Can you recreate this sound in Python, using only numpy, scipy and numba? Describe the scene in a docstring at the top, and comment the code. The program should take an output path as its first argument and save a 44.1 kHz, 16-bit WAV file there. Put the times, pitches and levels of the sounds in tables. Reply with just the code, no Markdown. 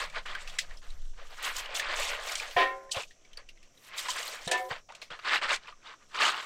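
"""Outdoors at night, near one microphone, hands shake soaked beans in a plastic colander over a bowl of water.
Beans rattle as clouds of short sine grains, water spits through the holes as higher grains, and bubbles
slop in the bowl as grains rising in pitch. Single taps excite a mode of the plastic; thuds are decaying sines.
Knocks ring the damped modes of the steel bowl. Filtered noise makes the far insect hiss, a low hum, the
faint floor and the breeze rumbling on the microphone."""
import sys
import numpy as np
from scipy import signal
from scipy.fft import rfft, irfft
from scipy.io import wavfile
from scipy.ndimage import uniform_filter1d
from numba import njit

SR = 44100
rng = np.random.default_rng(int(sys.argv[2]) if len(sys.argv) > 2 else 0)


def generate_wav(signal):
    """Clip the signal to [-1, 1] and save it as 16-bit WAV at the path in sys.argv[1]."""
    frames = np.transpose(np.atleast_2d(signal))
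    scaled = np.clip(frames, -1, 1) * 32767
    pcm = np.round(scaled).astype(np.int16)
    wavfile.write(sys.argv[1], SR, pcm)


N = 284445
STEP = 32  # samples between points of a slow envelope


def undb(db):
    """Logarithmic level: 20 dB is a factor of ten in amplitude."""
    return 10 ** (np.asarray(db) / 20)


def level(x, db):
    """Root-mean-square scaling: x is brought to an rms level in dB."""
    return x * undb(db) / np.sqrt(np.mean(x ** 2))


def decay(t, t60):
    """Exponential decay: the amplitude falls 60 dB in t60 seconds."""
    return np.exp(-np.log(1000) * t / t60)


def colour(x, points):
    """Minimum-phase filtering: a folded cepstrum gives a causal filter whose gain follows (Hz, dB) points."""
    hz, db = np.transpose(points)
    bin_hz = np.arange(1025) * SR / 2048
    gain_db = np.interp(np.log(bin_hz + 1), np.log(hz), db)
    cepstrum = irfft(gain_db * np.log(10) / 20)
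    cepstrum[1:1024] *= 2
    cepstrum[1025:] = 0
    impulse = irfft(np.exp(rfft(cepstrum)))[:1024]
    return signal.fftconvolve(x, impulse)[:len(x)]


def walk(rate):
    """Slow random modulation: levels held 1 / rate s and smoothed twice; spread near 1."""
    k = int(SR / rate)
    steps = np.repeat(rng.standard_normal(N // k + 1), k)
    return 1.3 * uniform_filter1d(uniform_filter1d(steps, k), k)[:N]


def ring(x, hz, t60):
    """Modal resonance: one damped mode, a single complex pole, driven by x."""
    pole = np.exp(2j * np.pi * hz / SR - np.log(1000) / (t60 * SR))
    return signal.lfilter([1], [1, -pole], x).imag


@njit
def sprinkle(n, start, turn, fade, glide, size):
    """Superposition: short sine bursts swell for a moment, die away and may rise in pitch."""
    out = np.zeros(n)
    for k in range(len(start)):
        a, w, phase, i = 1., turn[k], 0., start[k]
        while a > .03 and i < n:
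            phase += w
            out[i] += size[k] * (a - a * a) * a * np.sin(phase)
            a, w, i = a * fade[k], min(w * glide[k], 3.), i + 1
    return out


def grains(count, lo_hz, hi_hz, cycles, scatter_db, rise, centre=None):
    """Granular synthesis: count grains a second, pitched over lo-hi (times a moving centre), a few much louder."""
    place, pitch, strength = rng.random((int(count * N / SR), 3)).T
    start = (place * N).astype(np.int64)
    f = lo_hz * (hi_hz / lo_hz) ** pitch / SR  # cycles per sample
    if centre is not None:
        f = f * centre[start]
    size = undb(-scatter_db * np.log(strength + 0.015)) * f  # equal energy per Hz before colouring
    fade = np.exp(-f / cycles)
    glide = 1 + rise * f / cycles
    return level(sprinkle(N, start, 2 * np.pi * f, fade, glide, size), 0)


def swells(rows):
    """Energy envelope: power of each event over time, a straight rise in dB, a hold, a straight fall."""
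    s, hold, rise, fall, db = np.array(rows)[:, :5].T[:, :, None]
    rise, fall = np.maximum(rise, .004), np.maximum(fall, .004)  # shorter or negative times count as 4 ms
    t = np.arange(0, N, STEP) / SR
    away = np.maximum((s - t) / rise, (t - s - hold) / fall)
    return undb(db - 20 * np.maximum(away, 0)) ** 2 + 1e-30


def per_sample(v):
    """Linear interpolation: an envelope given every STEP samples is filled in to every sample."""
    return np.interp(np.arange(N), STEP * np.arange(len(v)), v)


# spectrum of beans on the plastic colander: pitch_hz [Hz], level_db [dB per Hz]
COLANDER = [(120, -72.5), (200, -7), (469, -11), (745, -6.5), (1160, 1.5), (1440, -2), (2980, -2.5),
            (4650, -10), (6180, -24), (8360, -24), (10200, -77.5), (14000, -41)]
# slides of the bean heap: start_s of the loudest part [s], hold_s [s], rise_s [s per 20 dB],
# fall_s [s per 20 dB], level_db of the rattle before clumping [dB], slop_db above it [dB],
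# pitch_hz of the colander's hollow [Hz]
SLIDES = [(0.0, 0.031, .02, .07, -34, -5.5, 1750), (0.166, 0.02, .04, .04, -35.5, -7.5, 1793),
          (0.257, 0.067, -0.15, 0.12, -39, -11.5, 1620), (0.354, 0.024, -0.15, 0.14, -46.5, -11, 1600),
          (.49, 0.096, 0.3, -0.09, -53, -2, 2150), (0.621, 0.031, 0.2, -0.02, -54.5, -4.5, 1980),
          (0.715, .02, 0.2, 0.07, -54, .1, 1690), (0.818, .02, -0.3, 0.27, -56, -6.5, 1546),
          (1.136, .01, 0, -0.1, -60, -4, 1650), (1.195, 0.023, .04, .09, -49.5, -1, 1750),
          (1.306, .04, 0.03, -0.2, -49.5, -1.5, 1750), (1.454, 0.021, 0.1055, 0.12, -34.5, -14.5, 1890),
          (1.549, 0.028, -0.03, 0.6, -41.5, -7.5, 2170), (1.689, .04, -0.02, 0.77, -44, -1.5, 2000),
          (1.752, 0.05, -0.21, 0.38, -42.5, -6, 2620), (1.831, 0.095, 0.0339, 0.2, -34, -7.5, 1900),
          (1.988, 0.15, -0.05, 0.12, -36.5, -5, 2290), (2.169, .03, -0.01, 0.19, -38.5, -3, 1430),
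          (2.271, 0.078, -0.26, 0.1152, -38.5, -6.5, 2190), (2.406, .02, -0.25, 0.1362, -37, -5, 1970),
          (2.962, 0.037, 0.0342, .04, -37.5, 1.5, 2910), (3.26, 0.11, 0.2, 0, -68, -3, 2620),
          (3.38, 0.011, 0.01, 0.05, -49.5, 0.5, 2000), (3.57, 0.066, 0.9, 0.6, -69, -9, 2500),
          (3.96, 0.046, 0.1071, 0.21, -40.5, -13.5, 2080), (4.059, 0.041, 0.03, 0.12, -40, -11, 1536),
          (4.165, 0.065, 0.0459, 0.21, -38, -7, 1840), (4.335, 0.039, 0.09, 0.22, -45.5, -2, 2000),
          (4.713, 0.0078, 0.017, 0.0471, -33.5, 1.7, 1610), (4.754, 0.0092, -0.09, .04, -43.5, -6, 1640),
          (4.891, 0.0072, -0.24, 0.2, -51.5, -1, 1170), (5.02, .01, -0.12, -0.14, -44.5, -8, 2180),
          (5.105, 0.033, -0.0049, 0.04, -39.5, -4, 1480), (5.192, 0.0067, 0, -0.06, -47.5, -11, 1390),
          (5.249, 0.028, 0, 0.0333, -31, -20, 1310), (5.291, 0.068, .05, .04, -24, -23, 1676),
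          (5.416, 0.041, -0.01, 0.05, -31.5, -10, 1480), (5.517, 0.025, 0.07, 0.0338, -26.5, -12.5, 1833),
          (5.627, 0.027, .03, 0.11, -52, -16, 1220), (5.681, 0.01, -0.03, 0.04, -43.5, -8, 1250),
          (5.863, 0.062, 0.06, 0.05, -47.5, -13.5, 1260), (6.04, 0.029, 0.5, -8.05, -65.5, -23, 1240),
          (6.147, 0.035, 0.01, 0.5, -33.5, -19.5, 1180), (6.218, 0.074, 0.0632, 0.11, -24, -19.5, 1170),
          (6.379, .03, 0.0453, 0, -33, -17, 1130)]


def rattle():
    """Impact noise: many small collisions of beans excite the plastic and the hollow of the colander."""
    power = swells(SLIDES)
    total = power.sum(axis=0)
    beans = grains(count=6000, lo_hz=346.6, hi_hz=14100, cycles=2.1, scatter_db=0.97, rise=0)
    beans = level(colour(beans, COLANDER), -3.32)
    # heavier beans ring the hollow, whose pitch shifts as the heap slides
    hollow_hz = per_sample(np.array(SLIDES)[:, 6] @ power / total)
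    hollow = grains(count=600, lo_hz=0.78, hi_hz=1.29, cycles=2.6, scatter_db=1.5, rise=0, centre=hollow_hz)
    hollow = level(hollow, -6.0)
    # lone drops and bean clicks
    drops = grains(count=250, lo_hz=900, hi_hz=6050, cycles=7.3, scatter_db=3.5, rise=0)
    drops = level(colour(drops, COLANDER), -8.5)
    return per_sample(np.sqrt(total)) * (beans + hollow + drops)


# spectrum of spitting water, also of the crack of a tap: pitch_hz [Hz], level_db [dB per Hz]
SPIT = [(1500, -27), (3000, 12), (5000, 8.5), (7800, 7.5), (9500, -3), (12500, -22), (16000, -24)]
# water spitting through the holes: start_s of the loudest part [s], hold_s [s], rise_s [s per 20 dB],
# fall_s [s per 20 dB], level_db before flutter and clumping [dB], fine_db of the finest crackle above it [dB]
SPLASHES = [(0.0, .04, .02, 0.05, -46.5, -17), (.5, 0.089, 0.55, .06, -55.5, -20),
            (0.68, 0.24, 5, 0.7, -63, -16), (1.34, 0.019, 0.16, 0.16, -55, -12.5),
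            (1.427, 0.038, -0.03, 0.11, -42, -8), (1.559, 0.024, 0.07, 0.08, -38.5, -13.5),
            (1.746, 0.058, -0.01, -0.01, -40.5, -11), (1.991, 0.074, 0.07, 0.15, -37.5, -15),
            (2.286, 0.03, 0.09, 0.2339, -38.5, -13.5), (2.543, 0.061, 0.4, 0.3, -56.5, -8.5),
            (2.917, 0.064, .007, 0.0853, -41.5, -18.5), (3.872, 0.018, 0.14, .03, -61, -2.5),
            (3.98, 0.014, 0.0239, 0.0747, -36, -11), (4.092, 0.017, 0.07, 0.15, -37.5, -16.5),
            (4.221, 0.042, 0.0936, 0.1743, -39, -13), (4.463, 0.014, 0.31, 0.07, -47, -22),
            (4.513, 0.011, -0.03, 0.01, -41, -7.5), (4.575, 0.0093, -0.05, 0.15, -48.5, -7),
            (5.346, 0.035, 0.13, 0, -45.5, -16), (5.528, 0.035, 0.05, -0.04, -38, -26),
            (6.237, 0.088, 0.08, -0.22, -37.5, -21), (6.373, .07, 0.28, .1, -51, -15.5)]
SPRAY_DB = -21.5  # a little water spits with every slide


def spitting():
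    """Droplet noise: water forced through the holes crackles as a dense sum of brief high bursts."""
    power = swells(SPLASHES)
    spit = grains(count=7000, lo_hz=2476, hi_hz=15560, cycles=7.7, scatter_db=3.0, rise=0)
    spit = level(colour(spit, SPIT), -2.3)
    spray = swells(SLIDES).sum(axis=0) * undb(SPRAY_DB) ** 2
    spit = spit * undb(3.84 * walk(70)) * per_sample(np.sqrt(power.sum(axis=0) + spray))
    fine = grains(count=2500, lo_hz=7540, hi_hz=14900, cycles=5.1, scatter_db=4.5, rise=0)
    fine_power = undb(np.array(SPLASHES)[:, 5]) ** 2 @ power
    return spit + fine * per_sample(np.sqrt(fine_power))


# spectrum of water slopping in the bowl: pitch_hz [Hz], level_db [dB per Hz]
SLOP = [(200, -42.5), (330, -23), (450, -4.5), (650, 0), (1000, -10.5), (1800, -25.5), (3000, -32)]


def slopping():
    """Bubble resonance: each bubble in the bowl is a damped sine that rises in pitch as it dies away."""
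    slop = grains(count=500, lo_hz=405.5, hi_hz=1730, cycles=4.74, scatter_db=2.0, rise=0.08)
    slop = level(colour(slop, SLOP), -4.5)
    slop_power = undb(np.array(SLIDES)[:, 5]) ** 2 @ swells(SLIDES)
    return slop * per_sample(np.sqrt(slop_power))


def shaking():
    """Common modulation: one random flutter gathers rattle, spitting and slopping into clumps."""
    return undb(1.71 * walk(45)) * (rattle() + spitting() + slopping())


# spectrum of the night floor: pitch_hz [Hz], level_db [dB per Hz]
NIGHT = [(35, -8), (60, -12.5), (85, -9), (172, -11), (732, -12.5), (862, -31), (2900, -33.5),
         (3270, -34.5), (4860, -30.5), (5860, -13), (9790, -39), (12400, -44.5), (16000, -52.5)]
NIGHT_DB = -67.5  # rms


def night_floor():
    """Broadband noise: a faint coloured floor whose level flickers."""
    return level(colour(rng.standard_normal(N), NIGHT) * undb(0.21 * walk(4.4)), NIGHT_DB)


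# far insect bands: pitch_hz [Hz], nominal width_hz [Hz], level_db [dB rms]
INSECTS = [(5300, 190, -88), (5670, 360, -74.5), (7480, 340, -80)]


def insects():
    """Narrow-band noise: resonators turn wavering noise into the distant hiss of insects."""
    out = np.zeros(N)
    for hz, width_hz, db in INSECTS:
        wavering = rng.standard_normal(N) * undb(2.0 * walk(3.9))
        out = out + level(ring(wavering, hz, 1.7 / width_hz), db)
    return out


HUM_HZ, HUM_DB = 161, -69  # rms level before it dies away
HUM_HOLDS_S, HUM_FADE_DB_S = .6, 18.5  # fade in dB per second


def hum():
    """Resonant filtering: noise through one low mode gives a far hum, which holds and then dies away."""
    t = np.arange(N) / SR
    fade_db = -HUM_FADE_DB_S * np.maximum(t - HUM_HOLDS_S, 0)
    return level(ring(rng.standard_normal(N), HUM_HZ, 0.092), HUM_DB) * undb(fade_db)


# breeze on the microphone, about which it wavers: start_s [s], level_db [dB]
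BREEZE = [(0.0, -36), (0.05, -35), (0.12, -45), (0.47, -41), (0.59, -52), (0.72, -31), (0.83, -48.5),
          (0.92, -29.5), (1.49, -50.5), (1.62, -35.5), (1.74, -54.5), (1.85, -42.5), (2.44, -46.5),
          (3.18, -59.5), (3.43, -40.5), (3.84, -77), (3.93, -62), (4.78, -55), (4.87, -66), (5.44, -51),
          (5.98, -63), (6.45, -65)]
GUSTY_DB, BUFFET_DB = 2, -25  # how much the breeze wavers; its higher flutter against the rumble


def noise_band(lo_hz, hi_hz):
    """Band-pass filtering: white noise confined between two frequencies."""
    sos = signal.butter(3, [lo_hz, hi_hz], "bandpass", fs=SR, output="sos")
    return signal.sosfilt(sos, rng.standard_normal(N))


def breeze():
    """Wind noise: pressure fluctuations at the microphone are low-frequency noise with a wavering level."""
    gusts = level(noise_band(6.0, 18.4), 0) + level(noise_band(25.0, 75.0), BUFFET_DB)
    s, db = np.transpose(BREEZE)
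    return gusts * undb(np.interp(np.arange(N) / SR, s, db) + GUSTY_DB * walk(8.1))


# single beans and fingers on the plastic: start_s [s], level_db [dB, nominal peak], pitch_hz of the wall mode [Hz],
# crack_db [dB, relative], t60_s [s, held within 0.01 to 0.3]
TAPS = [(0.097, -40, 2300, 5, 0.065), (0.257, -32.5, 1450, -4, 0.25), (0.349, -20.5, 1546, -33, 0.035),
        (0.473, -30, 2660, -23, 0.13), (0.496, -35, 3370, -17, 0.065), (0.585, -15.5, 2010, 3.5, 0.12),
        (0.708, -35.5, 1870, -25, 0.026), (0.77, -40, 5100, -3, 0.016), (0.902, -40, 3970, -11, 0.028),
        (1.467, -24.5, 1620, -8, 0.094), (1.564, -25, 7000, -1, .04), (1.657, -28, 3030, -27, 0.035),
        (1.748, -24.5, 3570, -3, 0.083), (1.794, -19.5, 1780, 1.5, 0.094), (2.252, -33, 2200, -15, .05),
        (2.292, -26, 2200, -13, 0.045), (2.352, -19, 3110, 6, 0.058), (2.396, -21, 2417, -5, 0.07),
        (2.509, -34, 3150, -13, 0.3), (2.892, -43, 1840, -11, 0.03), (2.944, -27, 2820, -19.5, 0.043),
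        (2.966, -34, 3090, -20, 0.099), (3.002, -27, 2600, -6, .03), (3.031, -29, 2500, -2, 0.025),
        (3.106, -44, 1860, -9, 0.14), (3.247, -47, 2270, -25, 0.08), (3.33, -41.5, 3000, -8, 0.06),
        (3.371, -29.5, 4570, -34, 0.032), (3.487, -34.5, 2800, -24, 0.076), (3.572, -48, 2030, -14, 0.034),
        (3.627, -46, 2590, -2, 0.11), (3.773, -46.5, 3790, -15.5, 0.027), (3.978, -23, 3930, 0, 0.063),
        (4.083, -23.5, 1010, 3, 0.077), (4.227, -27, 2930, 9, .04), (4.276, -31, 4270, -8, .04),
        (4.475, -23, 4000, 6, 0.056), (4.512, -20, 1750, 9, 0.17), (4.708, -29, 1580, -34, 0.029),
        (4.899, -34.5, 940, -25, 0.042), (4.92, -39, 1210, 3.5, 0.035), (4.948, -38.5, 2510, 6, 0.1),
        (5.015, -31, 4350, -27, 0.17), (5.106, -42, 2250, -29, 0.05), (5.188, -37, 1230, -28, 0.12),
        (5.559, -28.5, 2400, 9, 0.026), (5.671, -37, 2540, -27, 0.03), (5.722, -39, 1160, -26, 0.055),
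        (5.935, -39.5, 1103, -16.5, 0.072), (6.02, -48, 1210, -18, .05), (6.108, -52.5, 1540, -14.5, 0.12)]


def taps():
    """Impact excitation: each tap is a brief wall mode, a bright crack and a rattling tail that starts at the
    mode, or at 2.1 kHz for higher modes."""
    n = 8192
    out = np.zeros(N + n)
    t = np.arange(n) / SR
    onset = 1 - np.exp(-(t / .0022) ** 2)  # the attack is rounded over about 2 ms
    for s, peak_db, hz, crack_db, t60 in TAPS:
        noise = rng.standard_normal((2, n))
        fade = decay(t, np.clip(t60, .01, .3)) * onset
        mode = ring(noise[0] * np.exp(-t / .003) * onset, hz, 40 / hz)
        mode = mode + 0.2 * ring(noise[1] * np.exp(-t / 0.0022) * onset, 2.1 * hz, 40 / hz)
        low = min(hz, 2100)  # the rattle starts no higher than the wall's own body
        above = [(low / 3, -40), (low / 1.4, -18), (low / 1.1, 0),
                 (2.5 * low, -4), (5 * low, -22), (20 * low, -45)]
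        tail = level(colour(noise[1], above), -12.5) * fade
        crack = level(colour(noise[0], SPIT), crack_db - 11.5) * (np.exp(-t / 0.0076) + 0.31) * fade
        tap = 0.74 * mode / np.abs(mode).max() + tail + crack
        tap = signal.sosfilt(signal.butter(4, low / 1.25, "highpass", fs=SR, output="sos"), tap)
        i = int(s * SR)
        out[i:i + n] += undb(peak_db) * tap
    return out[:N]


# the bowl bumps the ground: start_s [s], level_db of the envelope at onset [dB], pitch_hz [Hz]
THUDS = [(2.561, -37, 121), (2.968, -33.5, 103), (4.47, -32, 168), (4.712, -36, 130), (5.111, -47, 161)]


def thuds():
    """Heavily damped oscillation: each bump of the bowl on the ground is a low sine that dies at once."""
    n = SR // 2
    out = np.zeros(N + SR)
    t = np.arange(n) / SR
    for s, db, hz in THUDS:
        i = int(s * SR)
        out[i:i + n] += undb(db) * np.sin(2 * np.pi * hz * t) * np.exp(-t / .007)
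    return out[:N]


# steel modes before each knock's factors: pitch_hz [Hz], level_db [dB, relative], t60_s [s]
BOWL = [(383.7, -13, 0.8), (535, -8, 0.95), (723, 5.5, 0.053), (765.4, -0.5, 0.56), (914, -16.5, 0.31),
        (1028, -4, 0.63), (1380, -13.5, 0.57), (1680, -17.5, .2), (1832, 2.5, 0.17), (1830, -1, 0.19),
        (2145, -6.5, 0.23), (2290, -5.5, 0.14), (2660, -8.5, 0.12), (3220, -34, .14)]
# crowded weak modes: pitch_hz [Hz], level_db [dB, relative], t60_s [s]
CLANK = [(396, -32, 0.78), (830, -17, 1), (1730, -12.5, 0.75), (2820, 2.5, 0.21), (4030, -22, .14),
         (7000, -45.5, 0.11)]
# knocks on the bowl: start_s [s], level_db [dB, relative], pitch factor of the water fill [ratio],
# scraping contact_s [s], brightness [dB per octave], ring-time factor [ratio], clank_db [dB, relative]
KNOCKS = [(2.563, -24, 1.01, 0.092, 0.9, 0.76, -30.5), (4.472, -40, .975, 0.03, -10, 1.7, -43.5),
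          (4.513, -28.5, .975, 0.065, -1, 1.18, -38)]
# moments when a hand stops the ring: start_s [s]
GRIPS_S = 2.92, 4.69


def bowl():
    """Modal vibration: a blow and a short scrape drive steel modes and a dense clank until a hand grips the rim."""
    n = SR // 2
    out = np.zeros(N + SR)
    t = np.arange(n) / SR
    for s, db, fill, contact, tilt_db, longer, clank_db in KNOCKS:
        grip = min(g for g in GRIPS_S if g > s)
        noise = rng.standard_normal((2, n))
        scrape = 0.025 * noise[0] * np.exp(-(t / contact) ** 2)
        push = scrape + np.exp(-t / 0.00025) / 5
        sound = 0
        for hz, g, t60 in BOWL:
            # water sloshing up the wall makes each mode swell and sag
            slosh = undb(3.0 * walk(25)[:n])
            # the hand and water change the ring time less for the high modes
            mode = ring(push, hz * fill, t60 * longer ** min(900 / hz, 1))
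            gain = undb(db + g + tilt_db * np.log2(hz / 1000))
            sound = sound + gain * slosh * mode / np.abs(mode).max()
        # thrown up the wall, the water weighs the pitch down at first, then rocks it
        lag = .03 * .025 * (1 - np.exp(-t / .025)) + .004 * np.cumsum(walk(14)[:n]) / SR
        sound = np.interp(t - lag, t, sound) * (1 - np.exp(-(t / 0.0028) ** 2))
        for hz, g, t60 in CLANK:
            band = level(ring(ring(noise[1], hz, 2.5 / hz), hz, 2.5 / hz), clank_db + g)
            fade = decay(np.maximum(t - 0.62 * contact, 0), t60)
            sound = sound + band * fade * (1 - np.exp(-t / 0.008))
        i = int(s * SR)
        out[i:i + n] += sound * np.exp(-np.maximum(t + s - grip, 0) / 0.0027)
    # the small bowl radiates no bass
    return signal.sosfilt(signal.butter(6, 335.0, "highpass", fs=SR, output="sos"), out)[:N]


def echo(close):
    """Reverberation: concrete and walls return a short, bass-poor tail of decaying noise."""
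    t = np.arange(SR // 4) / SR
    tail = colour(rng.standard_normal(len(t)), [(250, -17), (600, 3.5), (3000, 0.0), (12000, 2.5)])
    tail = tail * decay(t, 0.082) * (t > .004)
    tail = tail * undb(-12.5) / np.sqrt(np.sum(tail ** 2))
    return signal.fftconvolve(close, tail)[:N]


def scene():
    """Superposition of sound fields: close sources and their echo over the night and the breeze."""
    close = shaking() + taps() + thuds() + bowl()
    night = night_floor() + insects() + hum() + breeze()
    return (close + echo(close) + night)[None]


def record(dry):
    """Band limiting: the recorder cuts the top with a steep low-pass filter."""
    top_hz = 15900
    return signal.sosfilt(signal.ellip(10, .2, 70, top_hz, fs=SR, output="sos"), dry)


dry = scene()
out = record(dry)
generate_wav(out)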